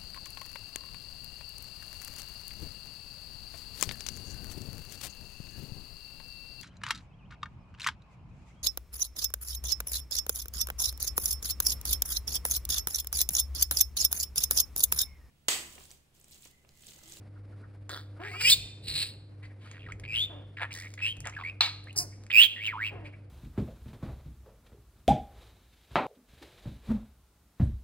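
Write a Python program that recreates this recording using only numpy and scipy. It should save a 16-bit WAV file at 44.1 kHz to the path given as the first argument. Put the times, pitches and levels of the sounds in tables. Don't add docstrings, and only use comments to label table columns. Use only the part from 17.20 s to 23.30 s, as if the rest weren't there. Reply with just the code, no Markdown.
import sys
import numpy as np
from scipy import signal
from scipy.fft import rfft, irfft
from scipy.io import wavfile
from scipy.ndimage import uniform_filter1d

SR = 44100
rng = np.random.default_rng(int(sys.argv[2]) if len(sys.argv) > 2 else 0)


def store_wav(level_fs):
    pcm = np.round(np.clip(np.atleast_2d(level_fs), -1, 1) * 32767)
    wavfile.write(sys.argv[1], SR, pcm.T.astype(np.int16))


N = 269010
T = np.arange(N) / SR

# multiple of the hum pitch, level_db against each other
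HUM_PARTIALS = [(1, 0.5), (2, -28.5), (3, -17), (5, -27)]
HUM_DB, RUMBLE_DB, AIR_DB = -47.5, -59, -63
# hz, gain_db
RUMBLE_COLOUR = [(25, -25), (50, 7), (90, -5), (140, 4.5), (200, -12.5), (400, -12.5), (800, -28)]
AIR_COLOUR = [(200, 4.5), (350, -2.5), (550, -2.5), (900, -12.5), (1500, -14.5), (2200, -16.5), (3200, -26),
              (4800, -26), (6500, -37), (10000, -31.5), (15000, -57)]
# (start_s, attack_s, hold_s, release_s, level_db)
CAGE_SHIFTS = [(1.2, 0.0734, 0.0867, 0.17, -46.5), (1.58, 0.076, 0.082, 0.2354, -49),
               (2.62, 0.0401, 0.156, .6, -52), (3.96, .03, 0.0302, 0.23, -53),
               (4.75, 0.036, 0.0667, 0.0744, -52.5), (5.7, 0.052, 0.033, 0.25, -54)]
# centre_s, half_length_s (to 1/e of the depth), depth_db
LOW_DIP = (5.3, 0.1334, -9)
# hz, time_s to fall 60 dB
ROOM_T60 = [(300, .6), (1500, .6), (3500, .6), (8000, .5), (11000, .36), (15000, .27)]
# hz, phase_radians
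STEREO_PHASE = [(0, 1), (1900, 0.68), (2400, 1.06), (2950, 2.214), (3400, 1.414), (4000, 1.336),
                (4800, 1.478), (5600, 2.643), (6700, 3.963), (8350, 4.64), (10200, 7.07), (11200, 8.036),
                (12800, 9.5), (15200, 11.31)]
TOP_HZ = 15750

# (start_s, attack_s, hold_s, release_s, level_db)
RUSTLES = [(2.226, 0.0048, 0.026, 0.0154, -60.5), (2.39, 0.042, .08, 0.09, -62),
           (5.84, 0.0173, 0.016, 0.02, -57.5)]
# hz, gain_db
FEATHER_COLOUR = [(800, -6), (2200, 1.5), (4500, -7.5), (6000, -19), (9000, -19), (14000, -32.5)]
# time_s, level_db before the ticks' trim, treble_db against the whole
TICKS = [(0.694, -24.5, -35.5), (2.514, -31, -35), (2.722, -37, -35.5), (2.798, -34, -10),
         (3.704, -42, -12.5), (3.739, -31, -34), (3.968, -39, -8), (4.004, -26, -2.5), (4.055, -33, -32),
         (4.072, -22, -36), (4.097, -31.5, -45.5), (4.641, -46.5, 0), (4.729, -41, -0.5),
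         (5.037, -40.5, -8), (5.066, -39.5, -22), (5.467, -33, -10)]
# time_s, pitch_hz, level_db before the peeps' trim
PEEPS = [(.17, 1424, -57), (0.331, 1400, -60), (.44, 1432, -53.5), (.975, 1304, -57), (1.148, 1313, -38.5),
         (1.215, 1500, -40.5), (2.24, 1960, -47), (2.309, 1997, -58), (2.46, 1369, -52),
         (4.93, 2107, -58.5), (5.785, 1321, -57.5), (5.86, 2398, -45.5), (5.939, 2177, -53)]
# start_s, length_s, first_hz, middle_hz, last_hz, level_db at the start, hoarseness 0-1
MUTTERS = [(.99, 0.1406, 290.1, 420.6, 329.8, -44, .25), (1.13, .17, 330.1, 459.2, 590, -52, .15),
           (3.09, .16, 341, 289.3, 254, -50, 1), (4.748, 0.0328, 460.4, 369.9, 292.8, -45.5, .1),
           (4.78, .08, 310.5, 359.3, 239.3, -45.5, 0.2), (5.705, .2, 442.3, 319.4, 292, -48, 0.8)]
# hz, gain_db
MUTTER_THROAT = [(150, -8), (350, -0.5), (750, -2.5), (1200, -11), (1800, -15.5), (3000, -21.5)]

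# (hz, gain_db)
GRUMBLE = [(.691, .008, .06, .07, -40)]
GRUMBLE_THROAT = [(300, -7), (550, -9), (900, -15), (1400, -1.5), (1900, -9.5), (2600, -26), (3500, -5.5),
                  (4900, -12), (6200, -29), (7700, -22.5), (11500, -30.5), (14000, -22)]
SQUAWK = [(1.617, 0.0463, 0.0089, 0.051, -44), (1.671, 0.0108, 0.0692, 0.039, -32.5),
          (1.735, 0.0359, 0.0578, 0.0753, -28)]
SQUAWK_THROAT = [(290, -42), (500, -20), (1080, -25), (2810, -4), (3390, -10), (4150, 6), (5020, -10),
                 (5550, -16), (5800, -72.5), (7100, -14.5), (8330, -8.5), (10800, -23), (12100, -66),
                 (13300, -11.5), (16000, -30.5)]
RATTLE = [(3.402, 0.0154, .033, 0.0135, -38.5), (4.05, .004, 0.0216, 0.053, -44)]
RATTLE_THROAT = [(210, -49), (350, -12), (730, -2), (1380, 1), (1520, -2.5), (1820, 3.5), (3230, -9),
                 (3850, -17), (5940, -37), (8440, -31.5), (16000, -52)]
CRACKLE = [(3.51, 0.0286, 0.0094, 0.1745, -45.5)]
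CRACKLE_THROAT = [(2000, -18.5), (3800, 2.5), (6000, 0.5), (8500, -4.5), (12300, -13.5), (15000, -8.5)]
BUZZ = [(4.757, 0.02517, 0.005964, .025, -30.5), (4.8, .005, 0.0261, 0.018, -43.5)]
BUZZ_THROAT = [(1470, -52.5), (2500, -38.5), (2990, -26.5), (3360, -64), (3660, -36), (4880, -4.5),
               (5480, -2), (5920, -10), (10100, -16), (11600, -12.5), (12200, -24), (13500, -22),
               (16000, -17)]
# (start_s, attack_s, hold_s, release_s, level_db)
SNAP = [(4.4074, .0013, .0018, .002, -11.5), (4.411, .003, .028, 0.0778, -28)]
# hz, gain_db
SNAP_THROAT = [(240, -77), (400, -33), (893, -10), (1930, -9.5), (2360, -2.5), (3020, -9.5), (4110, 1.5),
               (5030, -14.5), (5870, -19), (9180, -29), (11900, -51), (12700, -64), (13700, -34),
               (16000, -31)]

# hz, gain_db
BEAK_COLOUR = [(3200, -0.5), (5000, 7.5), (6000, -10), (7400, 2.5), (8800, 1), (10200, -10.5), (11300, -5),
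               (12300, -16.5), (13600, 5), (15000, -1.5)]
# hz, gain_db
RASP_COLOUR = [(700, -18), (1400, -11.5), (2400, 17), (4500, 0), (5800, -16)]
# hz, gain_db
SIZZLE_COLOUR = [(13200, 0.0034), (15500, 0)]
ARCH, RASP_BEND = .2, .14
# start_s, length_s, start_hz, end_hz, level_db, rasp 0-1
TWITTERS = [(2.53, .06, 2000, 1700, -56, 0.98), (2.592, .065, 2940, 2290, -57, 0.91),
            (2.661, .015, 1956, 1690, -48.5, 0.47), (2.684, .029, 1163, 1360, -49.5, .8),
            (2.718, .007, 2156, 2180, -42.5, 0.49), (2.835, .027, 2070, 2600, -47, 1),
            (3.368, .042, 2247, 1600, -43.5, 1), (3.505, 0.02187, 2239, 2460, -44, 0.65),
            (3.547, .135, 1836, 2150, -48, 0.51), (3.775, .044, 1941, 2410, -45.5, .9),
            (4.042, .012, 1940, 1935, -42.5, 0.39), (4.122, .036, 2030, 2600, -51, .6),
            (4.164, .016, 1698, 1600, -38.5, 0.29), (4.185, .042, 1296, 1065, -44.5, 0.94),
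            (4.235, .066, 2020, 2560, -38.5, 0.29), (4.669, 0.042, 1605, 2950, -51.5, 0.38),
            (5.101, 0.019, 2017, 3430, -33.5, 0.91)]
# time_s, pitch_hz, level_db
TRILL = [(5.36, 1850, -45), (5.4, 1959, -43.5), (5.467, 3107, -32), (5.48, 2400, -28.5), (5.52, 1753, -44),
         (5.535, 1051, -39), (5.562, 889.6, -38.5), (5.595, 1468, -40), (5.622, 1955, -31.5),
         (5.672, 2864, -35.5), (5.697, 2413, -40.5)]
# time_s, level_db, pitch_hz, treble_db against the whole before its trim, rasp 0-1
SCREECH = [(1.0, -55.5, 1450, -19, 1), (1.05, -41, 1697, -21, 1), (1.125, -46, 2246, -13, .3),
           (1.19, -40, 2560, -18, .1), (1.216, -29, 2398, -6, 0.79), (1.232, -35.5, 2484, -3, 0.28),
           (1.254, -20, 2430, -12, 0.07), (1.292, -21, 2734, -6, 0.19), (1.302, -18.5, 3899, -5, .8),
           (1.314, -20.5, 4650, -3, .5), (1.321, -15.5, 3700, -9.5, 0.16), (1.336, -18.5, 3765, -8.5, 0.19),
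           (1.346, -34, 3894, -6.5, 0.48)]
# start_s, length_s, loudest_after_s, breaks_after_s, start_hz, end_hz, peak_db,
# overtones_db away from the break, left_minus_right_db before the lean
CHIRPS = [(2.877, 0.1847, .143, 0.07795, 2433, 3540, -27, -22.5, 1),
          (3.817, 0.1139, .012, 0.05478, 2582, 3170, -28.5, -21.5, -0.5),
          (5.126, .142, .072, .108, 2440, 3220, -11.8, -22.5, -6)]
CLIMB_FROM, CLIMB_TO, SWELL_DB, SINK_DB = .25, .78, 18, 13
CHIRP_FLUTTER_HZ, DEPTH_LOW, DEPTH_HIGH = 113, .95, .4
RASP_CLEAR, RASP_BROKEN, BREAK_S = .15, .48, .024
# pitch_hz, width_hz, times further
LEAN = (3400, 160, 2)


def undb(db):
    return 10 ** (np.asarray(db) / 20)


def unit(x):
    return x / np.sqrt(np.mean(x ** 2) + 1e-20)


def noise():
    return rng.standard_normal(N)


def wobble(hz):
    return unit(signal.sosfilt(signal.butter(2, hz, fs=SR, output="sos"), noise()))


def colour(x, points):
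    size = 2048
    hz, db = np.transpose(points)
    octave = np.log2(np.fft.rfftfreq(size, 1 / SR) + 1)
    beyond = np.abs(octave - np.clip(octave, np.log2(hz[0]), np.log2(hz[-1])))
    gain_db = np.interp(octave, np.log2(hz), db) - np.minimum(36 * beyond, 45)
    cepstrum = irfft(np.log(undb(gain_db)))
    cepstrum[1:size // 2] *= 2
    cepstrum[size // 2 + 1:] = 0
    response = irfft(np.exp(rfft(cepstrum)))
    return signal.oaconvolve(x, response)[:N]


def gate(t, start, end, edge_s=0.0035):
    opening = np.clip((t - start) / edge_s + .5, 0, 1)
    closing = np.clip((end - t) / edge_s + .5, 0, 1)
    return opening * closing


def loudness(bursts):
    gain = np.zeros(N)
    for start, attack, hold, release, db in bursts:
        rise = np.clip((T - start) / attack, 0, 1)
        fall_db = 20 * np.maximum(T - start - attack - hold, 0) / release
        gain += rise * undb(db - fall_db)
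    return gain


def steady(x, size=700):
    return x / np.sqrt(np.abs(uniform_filter1d(x ** 2, size)) + 1e-9)


def current(table):
    rows = np.array(table)
    return rows[np.maximum(np.searchsorted(rows[:, 0], T) - 1, 0)].T


def follow(curve):
    s, *columns = np.transpose(curve)
    return [gate(T, s[0], s[-1])] + [np.interp(T, s, column) for column in columns]


def pan(x, db):
    return x * np.sqrt(2 / (1 + undb(np.reshape([-db, db], (2, -1))) ** 2))


def background(hum_hz=100, waver_db=1.38, side_db=-7):
    phase = 2 * np.pi * hum_hz * T + 0.054 * wobble(1.6)
    partials = sum(undb(db) * np.sin(k * phase) for k, db in HUM_PARTIALS)
    hum = unit(partials) * undb(HUM_DB + waver_db * wobble(3.9))
    rumble = unit(colour(noise(), RUMBLE_COLOUR)) * (undb(RUMBLE_DB) + loudness(CAGE_SHIFTS))
    mid, side = (unit(colour(noise(), AIR_COLOUR)) * undb(AIR_DB + 2.3 * wobble(15)) for _ in range(2))
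    dip_s, half_s, dip_db = LOW_DIP
    low = (hum + rumble) * undb(dip_db * np.exp(-((T - dip_s) / half_s) ** 2))
    return low + mid + undb(side_db) * side * np.array([[1], [-1]])


def echoes(x, cage_db, room_db, cage_s=0.012, gap_s=0.012):
    age = np.arange(SR) / SR
    hz, t60 = np.transpose(ROOM_T60)
    bins = np.log(np.fft.rfftfreq(SR, 1 / SR) + 1)
    out = []
    for _ in range(2):
        white = rfft(rng.standard_normal(SR))
        tail = np.zeros(SR)
        for band, band_t60 in zip(np.eye(len(hz)), t60):
            band_noise = irfft(white * np.interp(bins, np.log(hz), band))
            tail += band_noise * np.exp(-np.log(1000) * age / band_t60)
        tail *= age > gap_s
        cage = rng.standard_normal(SR) * np.exp(-age / cage_s) * (age > .001)
        response = (undb(cage_db) * unit(cage) + undb(room_db) * unit(tail)) / np.sqrt(SR)
        out.append(signal.fftconvolve(x, response)[:N])
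    return np.array(out)


def stereo_width(left, right):
    hz, radians = np.transpose(STEREO_PHASE)
    turn = np.exp(-1j * np.interp(np.fft.rfftfreq(N, 1 / SR), hz, radians))
    return np.array([left, irfft(rfft(right) * turn, N)])


def rustles(grain_db=3):
    return unit(colour(noise(), FEATHER_COLOUR)) * loudness(RUSTLES) * undb(grain_db * wobble(120))


def ticks(decay_s=.001, trim_db=-5):
    knock = unit(colour(noise(), [(700, -14), (2000, 1), (4500, -13.5), (7000, -3.5)]))
    edge = unit(colour(noise(), [(4000, 16.5), (9000, 15.0), (12300, 15.5), (15000, -9.5)]))
    out, age = np.zeros(N), np.arange(SR // 20) / SR
    for s, level_db, treble_db in TICKS:
        at = int(s * SR) + np.arange(len(age))
        share = min(undb(treble_db), .95)
        click = np.sqrt(1 - share ** 2) * knock[at] + share * edge[at]
        out[at] += undb(level_db + trim_db) * np.exp(-age / decay_s) * click
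    return out


def peeps(length_s=0.012, unsteady=.13, trim_db=-1):
    s, hz, level_db = np.transpose(PEEPS)
    nearest = np.searchsorted(np.sort(s[1:] + s[:-1]) / 2, T)
    phase = 2 * np.pi * np.cumsum(hz[nearest] * (1 + unsteady * wobble(600))) / SR
    swell = np.exp(-((T - s[nearest]) / length_s) ** 2)
    return np.sin(phase) * undb(level_db[nearest] + trim_db) * swell


def mutters(jitter=0.077, air_db=-2, attack_s=0.012, fade_db=11):
    start, length, first, middle, last, db, hoarse = current(MUTTERS)
    along = np.clip((T - start) / length, 0, 1)
    hz = first + (last - first) * along + (middle - (first + last) / 2) * np.sin(np.pi * along)
    phase = 2 * np.pi * np.cumsum(hz * (1 + jitter * hoarse * wobble(180))) / SR
    stack = unit(sum(np.sin(k * phase) for k in range(1, 8)))
    air = unit(colour(noise(), MUTTER_THROAT))
    voice = unit(colour(stack, MUTTER_THROAT)) + undb(air_db) * hoarse * air
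    edges = np.clip(np.minimum(T - start, start + length - T) / attack_s, 0, 1)
    return steady(voice) * undb(db - fade_db * along) * edges


def harsh(bursts, throat, rate_hz, jitter, puff_cycles, air_db, trim_db):
    cycles = np.cumsum(rate_hz * np.exp(jitter * wobble(150))) / SR
    slaps = np.diff(np.floor(cycles), prepend=0) * undb(1.4 * noise())
    puffs = np.exp(-(cycles % 1) / puff_cycles) * noise()
    tremble_db = 2.5 * wobble(90)
    voice = steady(colour(unit(slaps) + undb(air_db) * unit(puffs), throat))
    return voice * loudness(bursts) * undb(trim_db + tremble_db)


def snap():
    return steady(colour(noise(), SNAP_THROAT), size=100) * loudness(SNAP)


def whistle(start, hz, gain, rate_hz, depth, rasp, bright_db, sizzle_db, jitter,
            rasp_am=0.58, rasp_db=-8, hiss_db=0):
    depth, rasp = np.clip(depth, 0, 1), np.clip(rasp, 0, 1)
    cycles = np.cumsum(rate_hz * (1 + jitter * wobble(90))) / SR
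    cycles -= np.interp(start, T, cycles)
    opening = np.sin(np.pi * (cycles % 1) ** .7) ** 2
    chopped = uniform_filter1d(1 - depth + depth * opening ** 2, size=25)
    pulse = steady(chopped * np.exp(rasp_am * rasp * wobble(410)))
    arch = ARCH * depth * (np.sqrt(opening) - .85)
    shake = RASP_BEND * np.clip(rasp, .12, 1) * wobble(700)
    phase = 2 * np.pi * np.cumsum(hz * (1 + arch + shake)) / SR
    tone = np.sqrt(2) * np.sin(phase) + undb(rasp_db) * rasp * unit(colour(noise(), RASP_COLOUR))
    slap = sum(np.sin(k * phase) / np.sqrt(k) for k in range(2, 5))
    overtones = steady(colour(unit(slap) + undb(hiss_db) * noise(), BEAK_COLOUR))
    sizzle = unit(colour(colour(noise(), SIZZLE_COLOUR), SIZZLE_COLOUR))
    bright = overtones + undb(sizzle_db) * sizzle
    voice = gain * pulse * (tone + undb(bright_db) * bright)
    return signal.sosfilt(signal.butter(4, 650, "high", fs=SR, output="sos"), voice)


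def twitters(pan_db=-1):
    start, length, hz0, hz1, db, rasp = current(TWITTERS)
    hz = hz0 + (hz1 - hz0) * np.clip((T - start) / length, 0, 1)
    gain = undb(db) * gate(T, start, start + length)
    voice = whistle(start, hz, gain, rate_hz=85, depth=0.72, rasp=rasp,
                    bright_db=-25.5, sizzle_db=-18, jitter=.04)
    return pan(voice, pan_db)


def trill(pan_db=-2):
    sounding, hz, db = follow(TRILL)
    voice = whistle(TRILL[0][0], hz, sounding * undb(db), rate_hz=108, depth=.8,
                    rasp=0.2955 * (hz / 2200) ** 2, bright_db=-27 + 15.6 * np.log2(hz / 2200),
                    sizzle_db=-2, jitter=0.064)
    return pan(voice, pan_db)


def screech(cycles_per_flutter=5.5, treble_trim_db=3.5):
    sounding, level_db, hz, treble_db, rasp = follow(SCREECH)
    return whistle(SCREECH[0][0], hz, sounding * undb(level_db), hz / cycles_per_flutter, depth=.8,
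                   rasp=rasp, bright_db=treble_db + treble_trim_db, sizzle_db=-16, jitter=.03)


def chirps(swell_shape=1.8, sink_shape=2, lurch=.03, held_s=.013):
    start, length, peak, breaks, hz0, hz1, db, bright_db, pan_db = current(CHIRPS)
    age = T - start
    climb = np.clip((age / length - CLIMB_FROM) / (CLIMB_TO - CLIMB_FROM), 0, 1)
    broken = np.exp(-((age - breaks) / BREAK_S) ** 2)
    hz = hz0 + (hz1 - hz0) * climb
    fluttering = 1 - np.exp(-((age - peak) / held_s) ** 4)
    depth = (DEPTH_LOW + (DEPTH_HIGH - DEPTH_LOW) * climb) * fluttering
    swell_db = SWELL_DB * np.clip(1 - age / peak, 0, 1) ** swell_shape
    sink_db = SINK_DB * np.clip((age - peak) / (length - peak), 0, 1) ** sink_shape
    gain = undb(db - swell_db - sink_db) * gate(age, 0, length)
    voice = whistle(start, hz * (1 + lurch * broken * wobble(200)), gain, CHIRP_FLUTTER_HZ, depth,
                    RASP_CLEAR + (RASP_BROKEN - RASP_CLEAR) * broken, bright_db + 3 * broken,
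                    sizzle_db=4 + 1.3 * (db - db.max()), jitter=.015)
    lean_hz, width_hz, further = LEAN
    return pan(voice, pan_db * (1 + further * np.exp(-((hz - lean_hz) / width_hz) ** 2)))


def scene():
    song = chirps() + twitters() + screech() + trill()
    calls = (
        harsh(GRUMBLE, GRUMBLE_THROAT, rate_hz=160, jitter=.3, puff_cycles=.3, air_db=7.5, trim_db=-1.5)
        + harsh(SQUAWK, SQUAWK_THROAT, rate_hz=330, jitter=.29, puff_cycles=.392, air_db=-1.5, trim_db=-5)
        + harsh(RATTLE, RATTLE_THROAT, rate_hz=170, jitter=.3, puff_cycles=.24, air_db=3, trim_db=3)
        + harsh(BUZZ, BUZZ_THROAT, rate_hz=330, jitter=.044, puff_cycles=.35, air_db=-2, trim_db=2.5)
        + harsh(CRACKLE, CRACKLE_THROAT, rate_hz=85, jitter=.26, puff_cycles=.3816, air_db=4.5, trim_db=-1.5)
        + ticks())
    burst = snap()
    soft = mutters() + peeps() + rustles()
    into_room = song.mean(axis=0) + calls + undb(2.5) * burst + undb(7.5) * soft
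    shared, unlike = echoes(into_room, cage_db=-9, room_db=-19.5)
    reflected = shared + 0.41 * unlike * np.array([[1], [-1]])
    left, right = song + calls + burst + soft + reflected
    return stereo_width(left, right) + background()


def record(dry):
    return signal.sosfilt(signal.ellip(10, .2, 80, TOP_HZ, fs=SR, output="sos"), np.tanh(dry))


dry = scene()
out = record(dry)
store_wav(out)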